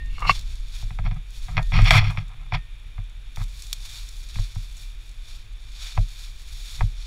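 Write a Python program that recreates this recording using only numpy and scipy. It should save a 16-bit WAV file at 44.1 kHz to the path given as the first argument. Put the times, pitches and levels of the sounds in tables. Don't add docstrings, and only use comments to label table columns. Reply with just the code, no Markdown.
import sys
import numpy as np
from scipy import signal
from scipy.fft import rfft, irfft, next_fast_len
from scipy.io import wavfile
from scipy.ndimage import uniform_filter1d

SR = 44100
rng = np.random.default_rng(int(sys.argv[2]) if len(sys.argv) > 2 else 0)


def transcribe(u):
    v = np.clip(np.atleast_2d(u).T, -1, 1)
    q = np.round(v * 32767).astype(np.int16)
    wavfile.write(sys.argv[1], SR, q)


N = 311346

# time of full pressure in seconds, hold in seconds,
# give time in seconds, crush level in dB, crisp top in dB relative to the crush (before a common lift).
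FOOT_PRESSES = [(0.137, 0.073, 0.21, -63.5, -2), (.32, 0.035, .13, -40, -24), (.51, 0.027, .25, -47, -16),
                (.765, .025, .2, -44, -15), (0.886, 0.075, 0.2, -64.5, -3.5), (1.355, .03, .12, -50, -9),
                (1.46, .02, .2, -48.5, -11.5), (1.66, 0.16, .25, -51, -12.5),
                (1.849, 0.047, 0.057, -47.5, -3), (1.92, 0.055, .04, -39.5, -6),
                (2.07, 0.054, .18, -58, -3), (3.37, .06, .06, -52.5, -7), (3.59, .06, .3, -50.5, -5),
                (3.875, .11, .3, -44, -11.5), (4.13, .08, .2, -56.5, -1.5), (4.379, 0.029, .28, -42.5, -16),
                (4.58, .07, .3, -51, -9.5), (4.81, 0.0088, .2, -48.5, -7), (5.06, 0.012, .2, -54, -8),
                (5.29, .06, .22, -48, -15), (5.835, 0.054, .28, -41, -18.5), (6.11, .15, .22, -48, -11),
                (6.58, .1, .45, -46, -10.5), (6.745, 0.023, .2, -45.5, -12.5),
                (7.02, 0.054, .25, -45.5, -33)]
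# start in seconds, peak level in dB.
TWIG_SNAPS = [(.205, -31.5), (.393, -31), (0.412, -33.5), (1.628, -30.5), (1.908, -9), (2.281, -42),
              (3.36, -29.5), (3.439, -31), (3.7292, -12), (3.731, -33), (4.419, -32.5)]
# start in seconds, clack peak in dB, clack brightness in Hz,
# thump level in dB.
CASE_KNOCKS = [(0.298, -30, 1000, -25), (.825, -39, 1000, -23.5), (0.9056, -30.5, 1700, -27.5),
               (0.9875, -24, 1450, -20), (1.041, -39, 1950, -21), (1.0625, -26.5, 1490, -32),
               (1.112, -29, 2650, -24), (1.4835, -32.5, 965, -30.5), (1.5687, -12.5, 4900, -20),
               (1.578, -9.5, 3100, -21), (1.591, -20.5, 1010, -43), (1.72, -20.5, 2200, -16.5),
               (1.771, -29, 1480, -4.5), (1.789, -12.5, 1590, -10), (1.817, -42, 1510, -5),
               (1.907, 3, 4640, -25), (1.948, -17.5, 1180, -10), (2.025, -26, 905, -11),
               (2.173, -19, 2450, -20.5), (2.522, -16.5, 1350, -19.5), (2.9799, -34, 1200, -25),
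               (3.3711, -28, 1054, -21.5), (3.404, -40, 1490, -23.5), (4.357, -29, 2510, -24),
               (4.386, -30.5, 870, -16), (4.558, -36, 1100, -19.5), (5.9756, -17.5, 950, -7.5),
               (6.8077, -15, 700, -12.5), (6.828, -38, 1500, -14.5)]
# frequency in Hz, width in Hz, level in dB.
CASE_RESONANCES = [(455, 310, -14.5), (645, 30, -2), (735, 43, 1.5), (950, 243, -3), (1310, 160, -2.5),
                   (1630, 68, -1.5), (2087, 270, 2), (2450, 198, 5.5), (2600, 240, 0), (3380, 240, -1.5),
                   (4330, 190, -7), (4760, 200, -10), (5540, 120, -6), (6840, 280, -21.5),
                   (10500, 3500, -27.5)]
# frequency in Hz, level in dB, 60 dB decay in seconds.
MOUNT_MODES = [(35.8, -3.5, 0.45), (69.6, -9, 0.069), (101.6, -0.5, 0.12), (153, -15, 0.2)]
# time in seconds, drag level in dB,
# share of its upper resonances from 0 to 1.
BUCKLE_DRAG = [(.09, -57, 0.75), (.15, -48.5, 1), (.20, -37, 0.46), (.255, -30, 0.02), (.275, -21, 0.65),
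               (.313, -18, 0.82), (.326, -49.5, 0.6), (.35, -94.5, .9)]
# start in seconds, peak level in dB, brightness in Hz.
BUCKLE_CATCHES = [(0.182, -28.5, 1110), (0.222, -19.5, 1090), (0.226, -24, 1090), (0.251, -23, 905),
                  (0.2944, -1.5, 1210), (0.2956, -7, 6000)]
# frequency in Hz, width in Hz, level in dB.
BUCKLE_RESONANCES = [(400, 190, -15), (700, 230, -12.5), (1145, 120, 5), (2200, 82, 6.5), (2724, 86, 10),
                     (2900, 330, -1), (4287, 260, -4), (5600, 290, -15), (6810, 180, -18)]
# time of full friction in seconds, hold in seconds,
# friction level in dB, brightness in Hz.
CASE_STROKES = [(1.055, 0.023, -38, 3100), (1.115, 0.0042, -42, 2600), (1.163, 0.01, -44.5, 2000),
                (1.491, .14, -50, 1390), (1.574, 0.02, -32.5, 2130), (1.74, 0.063, -26, 4240),
                (1.818, 0.024, -30.5, 3880), (1.858, 0.028, -19, 4230), (1.917, 0.074, -17.5, 4200),
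                (2.003, 0.1, -34, 4220), (2.109, 0.12, -45, 3270), (2.184, 0.0032, -32, 3160),
                (2.216, 0.274, -57.5, 1510), (2.54, 0.011, -26.5, 4150), (2.994, 0.0041, -55, 2000),
                (3.394, 0.024, -40.5, 2000), (5.972, 0.0025, -44, 1500), (6.792, 0.0039, -47, 1000)]
# start in seconds, level in dB.
METAL_TAPS = [(0, -31), (1.578, -33), (2.553, -38)]
# frequency in Hz, level in dB, 60 dB decay in seconds.
METAL_MODES = [(1833, -9, 0.38), (2730, -21, .2)]
# time in seconds, mount sway in dB.
BODY_SWAY = [(0, -28.5), (.22, -27), (.7, -31.5), (1.08, -28), (1.28, -35.5), (1.65, -26), (2.04, -20),
             (2.22, -35.5), (4.4, -34), (5.2, -35.5), (7.06, -34.5)]
# frequency in Hz, width in Hz, gain in dB.
PORT_RESONANCES = [(2393, 180, 10), (3567, 320, 13.5), (4460, 590, 7.5), (5545, 180, 8.5), (6825, 520, 8.5),
                   (8030, 210, 5), (10100, 1500, 2), (12400, 700, -2.5)]
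# frequency in Hz, relative gain in dB.
LEAF_COLOUR = [(300, -25), (700, -10.5), (1500, -4.5), (2600, -6), (4200, -3), (6000, -4.5), (8000, -7),
               (11000, -6), (15500, -14)]
# frequency in Hz, relative gain in dB.
HANDLING_COLOUR = [(15, -1.5), (35, -13.5), (65, -12), (88, -12), (108, 9.5), (130, -13.5), (155, 2.5),
                   (195, -34.5), (330, -44.5), (700, -72.5)]
# frequency in Hz, relative gain in dB.
AIR_COLOUR = [(8, -3), (20, -1), (32, -0.5), (55, -27), (100, -14.5), (170, -40.5), (300, -51), (700, -83)]
# frequency in Hz, relative gain in dB.
CREEK_COLOUR = [(150, -1), (300, 0.5), (700, -1.5), (1500, 2), (2500, 0), (3700, -4.5), (5000, -36.5),
                (7000, -23.5), (9000, -28), (15500, -23)]

LEAF_RISE, LEAF_FALL = 1, 0.94
REST_DB, REST_CRISP_DB = -61, -8
RUB_ATTACK_S, RUB_RELEASE_S = 0.018, 0.028
SLIPS_PER_S, FIRM_RUB_DB = 4000, -24.5
SLIPS_FOLLOW = 0.8
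RASP_HZ, RASP_WIDTH_HZ, RASP_DB = 1290, 400, -3.5
DAMPED_HZ = 700
AIR_DB, AIR_FOLLOWS, MEAN_SWAY_DB = -36.5, 1.3, -32
JOLT_DB, JOLT_RISE_S, JOLT_FALL_S = -10.5, 0.0312, 0.1
CUTOFF_HZ = 15600


def leaves():
    crush_db, crisp_db = foot_pressure()
    ribs_per_s = 2500 * from_db(1.2 * (crush_db + 48.0))
    crackle = grains(ribs_per_s, spread_db=-2.5) * from_db(2.0 * drift(70))
    hiss = 0.76 * rng.standard_normal(N)
    rustle = rms_one(through_port(coloured(crackle + hiss, LEAF_COLOUR)))
    dull = cut(rustle, 4800, "low", order=1)
    ticks = signal.fftconvolve(grains(110, spread_db=6.5), crack(t60=0.02, splinter=0.63))[:N]
    ticks = cut(cut(ticks, 4900, "high"), 9000, "low", order=1)
    ticks = rms_one(through_port(ticks))
    crisp = rustle - dull + from_db(-12.5) * ticks
    return from_db(crush_db) * (dull + from_db(crisp_db + 9.5) * crisp)


def foot_pressure():
    swells = [swell(s, hold_s, LEAF_RISE * give_s, LEAF_FALL * give_s)
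              for s, hold_s, give_s, _, _ in FOOT_PRESSES]
    *_, crush_db, crisp_db = np.transpose(FOOT_PRESSES)
    crisp_powers = from_db([*crisp_db, REST_CRISP_DB]) ** 2
    level_db, crisp_power = together(swells + [1], [*crush_db, REST_DB], crisp_powers)
    return level_db, 10 * np.log10(crisp_power)


def twigs():
    out = np.zeros(N)
    for s, db in TWIG_SNAPS:
        snap = cut(crack(t60=0.025, splinter=0.14), 2600, "high", order=1)
        snap = through_port(cut(snap, 8500, "low", order=1))
        add(out, s, from_db(db) * snap / np.abs(snap).max())
    return out


def knocks(lag_s=0.006):
    out = np.zeros(N)
    for s, clack_db, bright_hz, thump_db in CASE_KNOCKS:
        add(out, s, from_db(clack_db) * clack(CASE_RESONANCES, bright_hz))
        reach_hz = np.clip(150 * (bright_hz / 1200) ** 0.61, 110, 210)
        thump = cut(struck(MOUNT_MODES, vary_db=1.5), reach_hz, "low", order=4)
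        add(out, s + lag_s, -from_db(thump_db) * thump)
    return out


def buckle():
    drag_db, upper = in_time(BUCKLE_DRAG)
    slips = ringing(grains(7000, spread_db=1.5) * from_db(0.43 * drift(120)), BUCKLE_RESONANCES)
    upper = np.clip(upper, 0, 1)
    flat_side = rms_one(cut(slips, 1300, "low"))
    edge = rms_one(cut(slips, 2000, "high"))
    grating = (1 - upper) * flat_side + upper * edge
    tug = coloured(rng.standard_normal(N), HANDLING_COLOUR)
    out = from_db(drag_db) * grating + from_db(drag_db - 9) * tug
    for s, db, bright_hz in BUCKLE_CATCHES:
        add(out, s, from_db(db) * clack(BUCKLE_RESONANCES, bright_hz))
    return out


def rubbing():
    friction_db, bright_hz = strokes()
    _, air_db = movement()
    density = from_db(SLIPS_FOLLOW * np.clip(friction_db - FIRM_RUB_DB, -35, 0))
    slips = grains(SLIPS_PER_S * density, spread_db=0.5) / np.sqrt(density)
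    slips = slips * from_db(0.97 * drift(160))
    slips = cut(ringing(slips, CASE_RESONANCES), 6000, "low")
    slips = slips + from_db(RASP_DB) * resonance(slips, RASP_HZ, RASP_WIDTH_HZ)
    slips = cut(slips, DAMPED_HZ, "high", order=1)
    low = cut(slips, 1420, "low", order=4) * from_db(3.55 * drift(45) - 3)
    high = cut(slips, 1900, "high", order=4) * from_db(0.5 * drift(59))
    slips = low + high
    soft = rms_one(cut(slips, 1400, "low"))
    sharp = rms_one(slips)
    speed = np.clip((bright_hz - 1000) / 3500, 0, 1)
    scrape = (1 - speed) * soft + speed * sharp
    shake_db = np.minimum(friction_db + 15.5, -7.5 + 0.5 * friction_db) + 0.3 * (air_db + 23.5)
    shake = coloured(rng.standard_normal(N), HANDLING_COLOUR)
    return from_db(friction_db) * scrape + from_db(shake_db) * shake


def strokes():
    *_, friction_db, bright_hz = np.transpose(CASE_STROKES)
    swells = [swell(s, hold_s, RUB_ATTACK_S, RUB_RELEASE_S) for s, hold_s, _, _ in CASE_STROKES]
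    return together(swells, friction_db, bright_hz)


def metal():
    out = np.zeros(N)
    for s, db in METAL_TAPS:
        add(out, s, from_db(db) * struck(METAL_MODES, vary_db=0))
    return out


def rumble():
    sway_db, air_db = movement()
    sway = resonance(resonance(rng.standard_normal(N), 34.8, 13.0), 34.8, 13.0)
    sway = sway / np.sqrt(uniform_filter1d(sway ** 2, SR // 6) + 1e-12)
    buffeting = coloured(rng.standard_normal(N), AIR_COLOUR)
    return from_db(sway_db - 1.0) * sway + from_db(air_db) * buffeting


def movement():
    body_db, = in_time(BODY_SWAY)
    jolts = sum((from_db(thump_db + JOLT_DB) * swell(s, 0, JOLT_RISE_S, JOLT_FALL_S)) ** 2
                for s, _, _, thump_db in CASE_KNOCKS)
    sway_db = 10 * np.log10(from_db(body_db) ** 2 + jolts)
    return sway_db, AIR_DB + AIR_FOLLOWS * (body_db - MEAN_SWAY_DB)


def creek():
    water = coloured(rng.standard_normal(N), CREEK_COLOUR)
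    return from_db(-56.0) * rms_one(through_port(water))


def whine(hz=10300, pulses_hz=24.1, level_db=-71):
    t = np.arange(N) / SR
    pulses = np.clip(0.5 + np.sin(2 * np.pi * pulses_hz * t), 0, 1)
    return from_db(level_db) * np.sin(2 * np.pi * hz * t) * pulses


def clack(body, bright_hz):
    sound = cut(ringing(crack(t60=0.053, splinter=0.054), body), bright_hz, "low")
    return sound / np.abs(sound).max()


def ringing(x, body):
    total = sum((-1) ** k * from_db(db) * resonance(x, hz, width_hz)
                for k, (hz, width_hz, db) in enumerate(body))
    return cut(total, 370, "high", order=3)


def through_port(x):
    for hz, width_hz, db in PORT_RESONANCES:
        x = x + (from_db(db) - 1) * resonance(x, hz, width_hz)
    return x


def struck(modes, vary_db):
    t = np.arange(SR // 2) / SR
    return sum(from_db(db + vary_db * rng.standard_normal()) * np.sin(2 * np.pi * hz * t) * dying(t, t60)
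               for hz, db, t60 in modes)


def crack(t60, splinter):
    t = np.arange(SR // 10) / SR
    return (t == 0) + splinter * rng.standard_normal(len(t)) * dying(t, t60)


def grains(per_s, spread_db):
    sizes_db = spread_db * np.minimum(rng.exponential(1, N), 5)
    sizes = from_db(sizes_db) * rng.choice([-1, 1], N)
    return rms_one(sizes * (rng.random(N) < per_s / SR))


def swell(s, hold_s, attack_s, release_s):
    t = np.arange(0, N + 40, 40) / SR - s
    before = np.maximum(-t, 0) / attack_s
    after = np.maximum(t - hold_s, 0) / release_s
    gain = from_db(-20 * np.minimum(before + after, 10))
    return np.interp(np.arange(N) / SR - s, t, gain)


def together(swells, levels_db, colours):
    powers = [(gain * from_db(db)) ** 2 for gain, db in zip(swells, levels_db)]
    total = sum(powers)
    colour = sum(power * colour for power, colour in zip(powers, colours)) / total
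    return 10 * np.log10(total), colour


def coloured(x, spectrum):
    hz, db = np.transpose(spectrum)
    size = next_fast_len(N)
    bins = np.linspace(1, SR / 2, size // 2 + 1)
    gain = from_db(np.interp(np.log(bins), np.log(hz), db))
    return rms_one(irfft(rfft(x, size) * gain, size)[:N])


def resonance(x, hz, width_hz):
    r = np.exp(-np.pi * width_hz / SR)
    zeros = np.array([1, 0, -1]) * (1 - r * r) / 2
    poles = [1, -2 * r * np.cos(2 * np.pi * hz / SR), r * r]
    return signal.lfilter(zeros, poles, x + 1e-18)


def cut(x, hz, kind, order=2):
    return signal.sosfilt(signal.butter(order, min(hz, SR / 2 - 1), kind, fs=SR, output="sos"), x)


def drift(rate):
    return rms_one(np.interp(np.arange(N) / SR * rate, np.arange(N), rng.standard_normal(N)))


def dying(t, t60):
    return np.exp(-np.log(1000) * t / t60)


def in_time(rows):
    s, *columns = np.transpose(rows)
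    return [np.interp(np.arange(N) / SR, s, column) for column in columns]


def add(out, s, sound):
    start = int(np.clip(round(s * SR), 0, N - 1))
    out[start:start + len(sound)] += sound[:N - start]


def from_db(db):
    return 10 ** (np.asarray(db) / 20)


def rms_one(x):
    return x / np.sqrt(np.mean(x ** 2) + 1e-20)


def scene():
    underfoot = leaves() + twigs()
    at_the_case = knocks() + buckle() + rubbing() + metal() + rumble()
    background = creek() + whine()
    return (underfoot + at_the_case + background)[None]


def record(dry):
    rounded = 1.2 * np.tanh(dry / 1.2)
    return signal.sosfilt(signal.ellip(10, 0.1, 80, CUTOFF_HZ, fs=SR, output="sos"), rounded)


dry = scene()
out = record(dry)
transcribe(out)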